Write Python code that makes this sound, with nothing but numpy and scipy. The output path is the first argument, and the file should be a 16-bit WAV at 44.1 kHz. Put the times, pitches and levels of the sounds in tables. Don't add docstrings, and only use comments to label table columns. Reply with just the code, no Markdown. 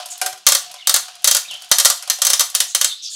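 import sys
import numpy as np
from scipy import signal
from scipy.fft import rfft, irfft
from scipy.io import wavfile
from scipy.ndimage import uniform_filter1d

SR = 44100
rng = np.random.default_rng(int(sys.argv[2]) if len(sys.argv) > 2 else 0)


def amp(db):
    return 10 ** (np.asarray(db, float) / 20)


def write(x):
    x = np.atleast_2d(x).T
    wavfile.write(sys.argv[1], SR, np.round(np.clip(x, -1, 1) * 32767).astype(np.int16))


N = 138915


def unit_rms(x):
    return x / np.sqrt(np.mean(x ** 2) + 1e-20)


def read(points, hz):
    f, value = np.transpose(points)
    return np.interp(np.log(hz + 1), np.log(f + 1), value)


def add(mix, start_s, sound):
    part = mix[round(start_s * SR):][:len(sound)]
    part += sound[:len(part)]


def coloured(x, colour):
    hz = np.fft.rfftfreq(len(x), 1 / SR)
    return irfft(rfft(x) * amp(read(colour, hz)), len(x))


def above(x, cut_hz):
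    return signal.sosfilt(signal.butter(4, cut_hz, "high", fs=SR, output="sos"), x)


def noise_band(a, b, hz, width_hz):
    r = np.exp(-np.pi * width_hz / SR)
    once = signal.lfilter([1], [1, -r], a + 1j * b)
    band = signal.lfilter([1], [1, -r], once)
    return unit_rms((band * np.exp(2j * np.pi * np.cumsum(hz) / SR)).real)


def rings(hz, db, t60_s):
    pole = (2j * np.pi * hz - np.log(1000) / np.maximum(t60_s, .01)) / SR
    coarse = np.exp(np.outer(pole, np.arange(0, 8192, 128))) * amp(db)[:, None]
    fine = np.exp(np.outer(pole, np.arange(128)))
    tones = coarse.astype(np.complex64)[:, :, None] * fine.astype(np.complex64)[:, None]
    return tones.reshape(len(hz), -1)


# (frequency [Hz], t60 [s])
WALL_T60 = [(500, 0.14), (1300, 0.087), (3500, 0.085), (9000, 0.048), (15000, 0.012)]


def blows(events, colour, strong, extra, dense_db, count):
    most_cycles, scatter_db, thud_hz = 250, 2, 1544
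    rise_s, lift_db = .0006, -6
    hz = np.linspace(350, 16500, count) + rng.uniform(-5.0, 10.5, count)
    t60_s = read(WALL_T60, hz) * rng.uniform(.8, 1.25, count)
    modes = np.vstack([np.c_[hz, read(colour, hz) + dense_db, t60_s], strong + extra])
    hz, rows = modes[:, 0], np.array(events)
    modes[count:, 2] = np.minimum(modes[count:, 2], most_cycles / hz[count:])
    low = np.arange(len(hz)) >= len(hz) - len(extra) if extra else hz < thud_hz

    draw = rng.standard_normal((len(events), len(hz), 3))
    phase = np.angle(draw[..., 0] + 1j * draw[..., 1])
    share = np.exp(1j * phase) * amp(scatter_db * draw[..., 2] + np.outer(rows[:, 2], low))
    if rows.shape[1] > 3:
        share = share * amp(np.outer(rows[:, 3], np.log2(hz / 4000)))
    sounds = (share.astype(np.complex64) @ rings(*modes.T)).real

    t, out = np.arange(sounds.shape[1]) / SR, np.zeros(N)
    envelope = (1 - np.exp(-t / rise_s)) * np.cos(np.pi / 2 * (t / t[-1]) ** 4)
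    for row, sound in zip(rows, sounds):
        add(out, row[0], amp(row[1] + lift_db) * envelope * sound / np.std(sound[:200]))
    return out


def glides(table, width, halo_db):
    grit_db, halo_width = -0.5, 0.5
    out = np.zeros(N)
    for start_s, length_s, from_hz, to_hz, db in table:
        u = np.arange(0, length_s, 1 / SR) / length_s
        a, b, c, d, grit = rng.standard_normal((5, 8000))[:, :len(u)]
        hz = from_hz + (to_hz - from_hz) * u
        core = noise_band(a, b, hz, width * to_hz)
        halo = amp(halo_db) * noise_band(c, d, hz * 1.1, halo_width * to_hz)
        level = amp(db + grit_db * unit_rms(uniform_filter1d(grit, size=150)))
        add(out, start_s, level * np.sqrt(np.sin(np.pi * u)) * (core + halo))
    return out


# (frequency [Hz], level [dB])
AIR = [(300, -67), (600, -36), (2250, -36), (2500, -4), (3600, -5), (4500, -12), (9000, -11), (16000, -28)]


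def air():
    hiss_db, rumble_hz, rumble_db, lump_db = -66, 145, -77, 5
    a, b, c, *slow = rng.standard_normal((5, N))
    drift, lumps = (unit_rms(uniform_filter1d(uniform_filter1d(v, size=2500), size=2500)) for v in slow)
    rumble = noise_band(a, b, rumble_hz * (1 + 0.18 * drift), 73) * amp(rumble_db + lump_db * lumps)
    return amp(hiss_db) * unit_rms(coloured(c, AIR)), above(rumble, 95)


# (time [s], level [dB])
SHUFFLE = [(0, -36), (.06, -40.5), (.2, -44), (0.42, -51.5), (.66, -40.5), (.73, -41), (.85, -49.5),
           (1.1, -41.5), (1.16, -46), (1.22, -45.5), (1.46, -48), (1.52, -42.5), (1.64, -43.5), (1.69, -47),
           (2.03, -43), (2.2, -41.5), (2.7, -49), (2.97, -82)]
# (frequency [Hz], level [dB])
GRAIN = [(420, -52), (580, -14), (1400, -8), (2150, -12), (3000, -1.5), (4000, -2.5), (6500, -6.5),
         (16000, -33)]


def shuffle():
    contacts_per_s, hum_hz, hum_width_hz, hum_waver, hum_db = 1500, 732, 45, .02, -10
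    sizes = amp(2 * np.minimum(rng.exponential(1, N), 4))
    grains = sizes * (rng.random(N) < contacts_per_s / SR) * rng.standard_normal(N)
    decay = np.exp(-np.arange(600) / 100.0)
    dying = np.sqrt(abs(signal.oaconvolve(grains ** 2, decay)[:N]))
    rustle = unit_rms(coloured(dying * rng.standard_normal(N), GRAIN))
    waver = hum_waver * unit_rms(uniform_filter1d(rng.standard_normal(N), size=2500))
    hum = noise_band(grains, 0 * grains, hum_hz * (1 + waver), hum_width_hz)
    level_db = np.interp(np.arange(N) / SR, *np.transpose(SHUFFLE))
    return amp(level_db) * (rustle + amp(hum_db) * hum)


# (time [s], peak level [dB], neck hum [dB], brightness [dB/octave])
CLINKS = [(0.0, -20, -5.5, -4), (.02, -34, -18, 0), (.087, -34, -12, 0), (.109, -30, -8, 5),
          (.127, -36, -12, 4), (0.0583, -19.5, 16, 6.5), (0.178, -25.5, -16, 8), (0.3272, -21.5, -14, -2),
          (0.3764, -30.5, -9, -0.5), (0.6943, -50, -8, -2), (0.7144, -26.5, -2, 1),
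          (0.7407, -24, -0.5, -0.5), (1.0814, -25, -28, -3), (1.1533, -29, -13, -1), (1.22, -36, -6, 2),
          (1.51, -22, -8.5, 0), (1.5399, -25.5, -4, 0), (1.57, -36, -13, 0), (1.6028, -42, 4, 5),
          (1.6202, -25.5, -8, 1.5), (1.6444, -29.5, -24, 0), (1.692, -35.5, -15, 7), (1.708, -32, -7, -5),
          (1.975, -23.5, -11, 5), (2.024, -20, -18, -0.5), (2.032, -27, -12, -0.5), (2.0755, -19, -6, -1),
          (2.186, -21.5, 1.5, 0.5), (2.455, -25, -8, 7), (2.5, -21, -5, 4), (2.544, -20.5, -17, -3)]
# (frequency [Hz], level [dB])
NECK = [(180, -33), (300, -51), (749, -21.5), (946, -24), (1580, -16), (1690, -24), (1970, -21.5),
        (11100, -12.5), (16000, -24.5)]
# (frequency [Hz], level [dB], t60 [s])
NECK_RING = [(3290, -20, 0.015), (4750, -18, 0.015), (5450, -19, 0.018), (6400, -21, .015)]
# (frequency [Hz], level [dB], t60 [s])
NECK_HUM = [(600, -28.5, 0.1), (723, -33.5, 0.13), (739, -27, 0.081), (1007, -30, 0.098)]


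def clinks():
    return blows(CLINKS, NECK, NECK_RING, NECK_HUM, dense_db=-28, count=700)


# (start [s], length [s], start frequency [Hz], end frequency [Hz], level [dB])
ROLLS = [(0.099, 0.044, 7290, 6550, -32.5), (2.68, 0.066, 3970, 3880, -43.5),
         (2.67, 0.062, 6480, 6570, -35.5), (2.95, 0.08, 3800, 3700, -39.5), (3.018, 0.071, 5800, 5300, -35),
         (3.025, 0.043, 5800, 5500, -36), (3.04, 0.061, 5000, 4500, -32.5),
         (3.02, 0.074, 3700, 3500, -37.5), (3.095, 0.094, 6900, 7190, -34.5),
         (3.09, 0.079, 4500, 4300, -40), (3.1, 0.088, 3700, 3100, -40.5)]


def rolls():
    floor_hz = 2500
    return above(above(glides(ROLLS, width=0.15, halo_db=-1), floor_hz), floor_hz)


# (time [s], peak level [dB], boom [dB])
KNOCKS = [
    (0.2144, -6.5, 1.5),
    (0.2613, -8, -1),
]
# (frequency [Hz], level [dB], t60 [s])
KNOCK_BOOM = [(371, -23, 0.5), (463, -27, 0.4), (572, -21, 0.25), (657, -22, 0.3), (738, -19, 0.15),
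              (750, -10, 0.25), (1430, -14, .1), (1570, -12, .1), (2390, -15, .14)]


def knocks():
    return blows(KNOCKS, NECK, NECK_RING, KNOCK_BOOM, dense_db=-4.5, count=700)


# (time [s], peak level [dB], dull thud [dB])
TANK_HITS = [(0.466, 6, 5.5), (0.8714, -0.5, 2.5), (0.9408, 2, 3.5), (1.2431, -0.5, 2), (1.7142, 6, 4),
             (1.8544, 5, 5.5), (2.0987, 0, 1), (2.218, -0.5, 2), (2.3947, 0, 0.5), (2.5494, -1, -1),
             (2.6024, -0.5, 0.5), (2.7478, -0.5, 0.5), (2.812, -1, 2.5),
             (0.4854, 0, 2), (0.5201, 0.5, 6), (0.5492, -0.5, 3.5), (0.8939, -1, 5.5), (0.9614, -3.5, 6.5),
            (1.2738, 2, 1.5), (1.2804, -5.5, 1), (1.3113, 0.5, 2.5), (1.3477, -0.5, 6), (1.3664, -3.5, -1),
            (1.7838, -0.5, 0), (1.7988, 0, 3), (1.8477, 1, 4), (1.8996, -0.5, 5), (2.2495, -2, 2),
            (2.2674, 0, 3), (2.3326, 0, 2), (2.4062, -1.5, 6), (2.8442, -0.5, 1), (2.13, -21, -5),
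            (2.296, -13, 6), (2.301, -2, 3.5)]
# (frequency [Hz], level [dB])
WALL = [(180, -59), (300, -61), (502, -25.5), (1840, -10.5), (2480, -14.5), (3190, -7), (6100, -1.5),
        (10600, -2.5), (16000, -4)]
# (frequency [Hz], level [dB], t60 [s])
TANK = [(563, -12, 0.073), (743.7, -24, 0.15), (1178.5, -7, 0.057), (1451, -13.5, .1), (1816, -12, 0.082),
        (3181, -2.5, 0.072), (3726, -2, 0.07), (4206, -1.5, .06), (4548, 0, 0.081), (5470, -4.5, 0.023),
        (6045, 7, 0.12), (6280, 3, 0.12), (6880, -1, 0.066), (7663, 8.5, 0.027)]


def tank_blows():
    return blows(TANK_HITS, WALL, TANK, [], dense_db=-12.0, count=2000)


# (start [s], length [s], start frequency [Hz], end frequency [Hz], level [dB])
SQUEAKS = [(.75, 0.022, 3480, 2920, -43), (.785, 0.012, 3350, 4170, -41), (.797, 0.038, 3850, 2740, -37.5),
           (.848, 0.035, 2800, 3010, -40), (.772, 0.048, 2230, 2130, -48), (1.445, 0.019, 2505, 2500, -36),
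           (1.468, 0.055, 4010, 3300, -36.5), (1.498, 0.041, 3250, 2520, -32),
           (1.525, 0.0427, 2956, 3206, -31), (1.565, 0.11, 3090, 3100, -44.5),
           (2.865, 0.053, 4500, 3960, -31.5), (2.885, 0.064, 3840, 3457, -28.5),
           (3.075, 0.042, 1350, 1300, -65), (3.11, .03, 1750, 1650, -62), (3.11, .05, 600, 610, -68)]


def squeaks():
    return glides(SQUEAKS, width=.075, halo_db=-8.5)


# (frequency [Hz], t60 [s])
YARD = [(500, 0.23), (1300, 0.29), (3500, 0.31), (9000, 0.27), (15000, 0.22)]


def yard(x):
    gap_s, turns_hz = .006, 9
    slots, out = np.arange(round(gap_s * SR), SR // 2 - 20, 12), np.zeros(N)
    for k in range(3):
        taps = np.zeros(SR // 2)
        at = slots + rng.integers(0, 12, len(slots))
        taps[at] = rng.choice([-1., 1.], len(slots))
        hz, t, z = signal.stft(taps, SR, nperseg=256)
        fade = amp(-60 * t / np.maximum(read(YARD, hz), .03)[:, None])
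        tail = signal.istft(z * fade, SR, nperseg=256)[1]
        turn = np.sqrt(2 / 3) * np.cos(2 * np.pi * (np.arange(N) / SR * turns_hz + k / 3))
        out += signal.fftconvolve(x * turn, tail / np.linalg.norm(tail))[:N]
    return out


LOW_LEAK = .03


def scene():
    hiss, rumble = air()
    dry = shuffle() + clinks() + rolls() + knocks() + tank_blows() + squeaks()
    yard_db = -7.5
    return (dry + amp(yard_db) * yard(dry) + hiss + rumble / LOW_LEAK)[None]


def top_cut(x):
    return signal.sosfilt(signal.butter(12, 16380, fs=SR, output="sos"), x)


def record(dry):
    low_cut_hz, ceiling, overload_bass_db, edge_hz = 466, .99, -2, 15980
    thin = above(above(dry, low_cut_hz), 0.61 * low_cut_hz)
    clean = (1 - LOW_LEAK) * thin + LOW_LEAK * dry
    shaved = clean - np.clip(clean, -ceiling, ceiling)
    flat = clean - coloured(shaved[0], [(300, overload_bass_db), (600, 0)])[None]
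    band_limit = signal.firwin(127, edge_hz, window=("kaiser", 6), fs=SR)
    return top_cut(signal.oaconvolve(flat, band_limit[None], "same"))


dry = scene()
out = record(dry)
write(out)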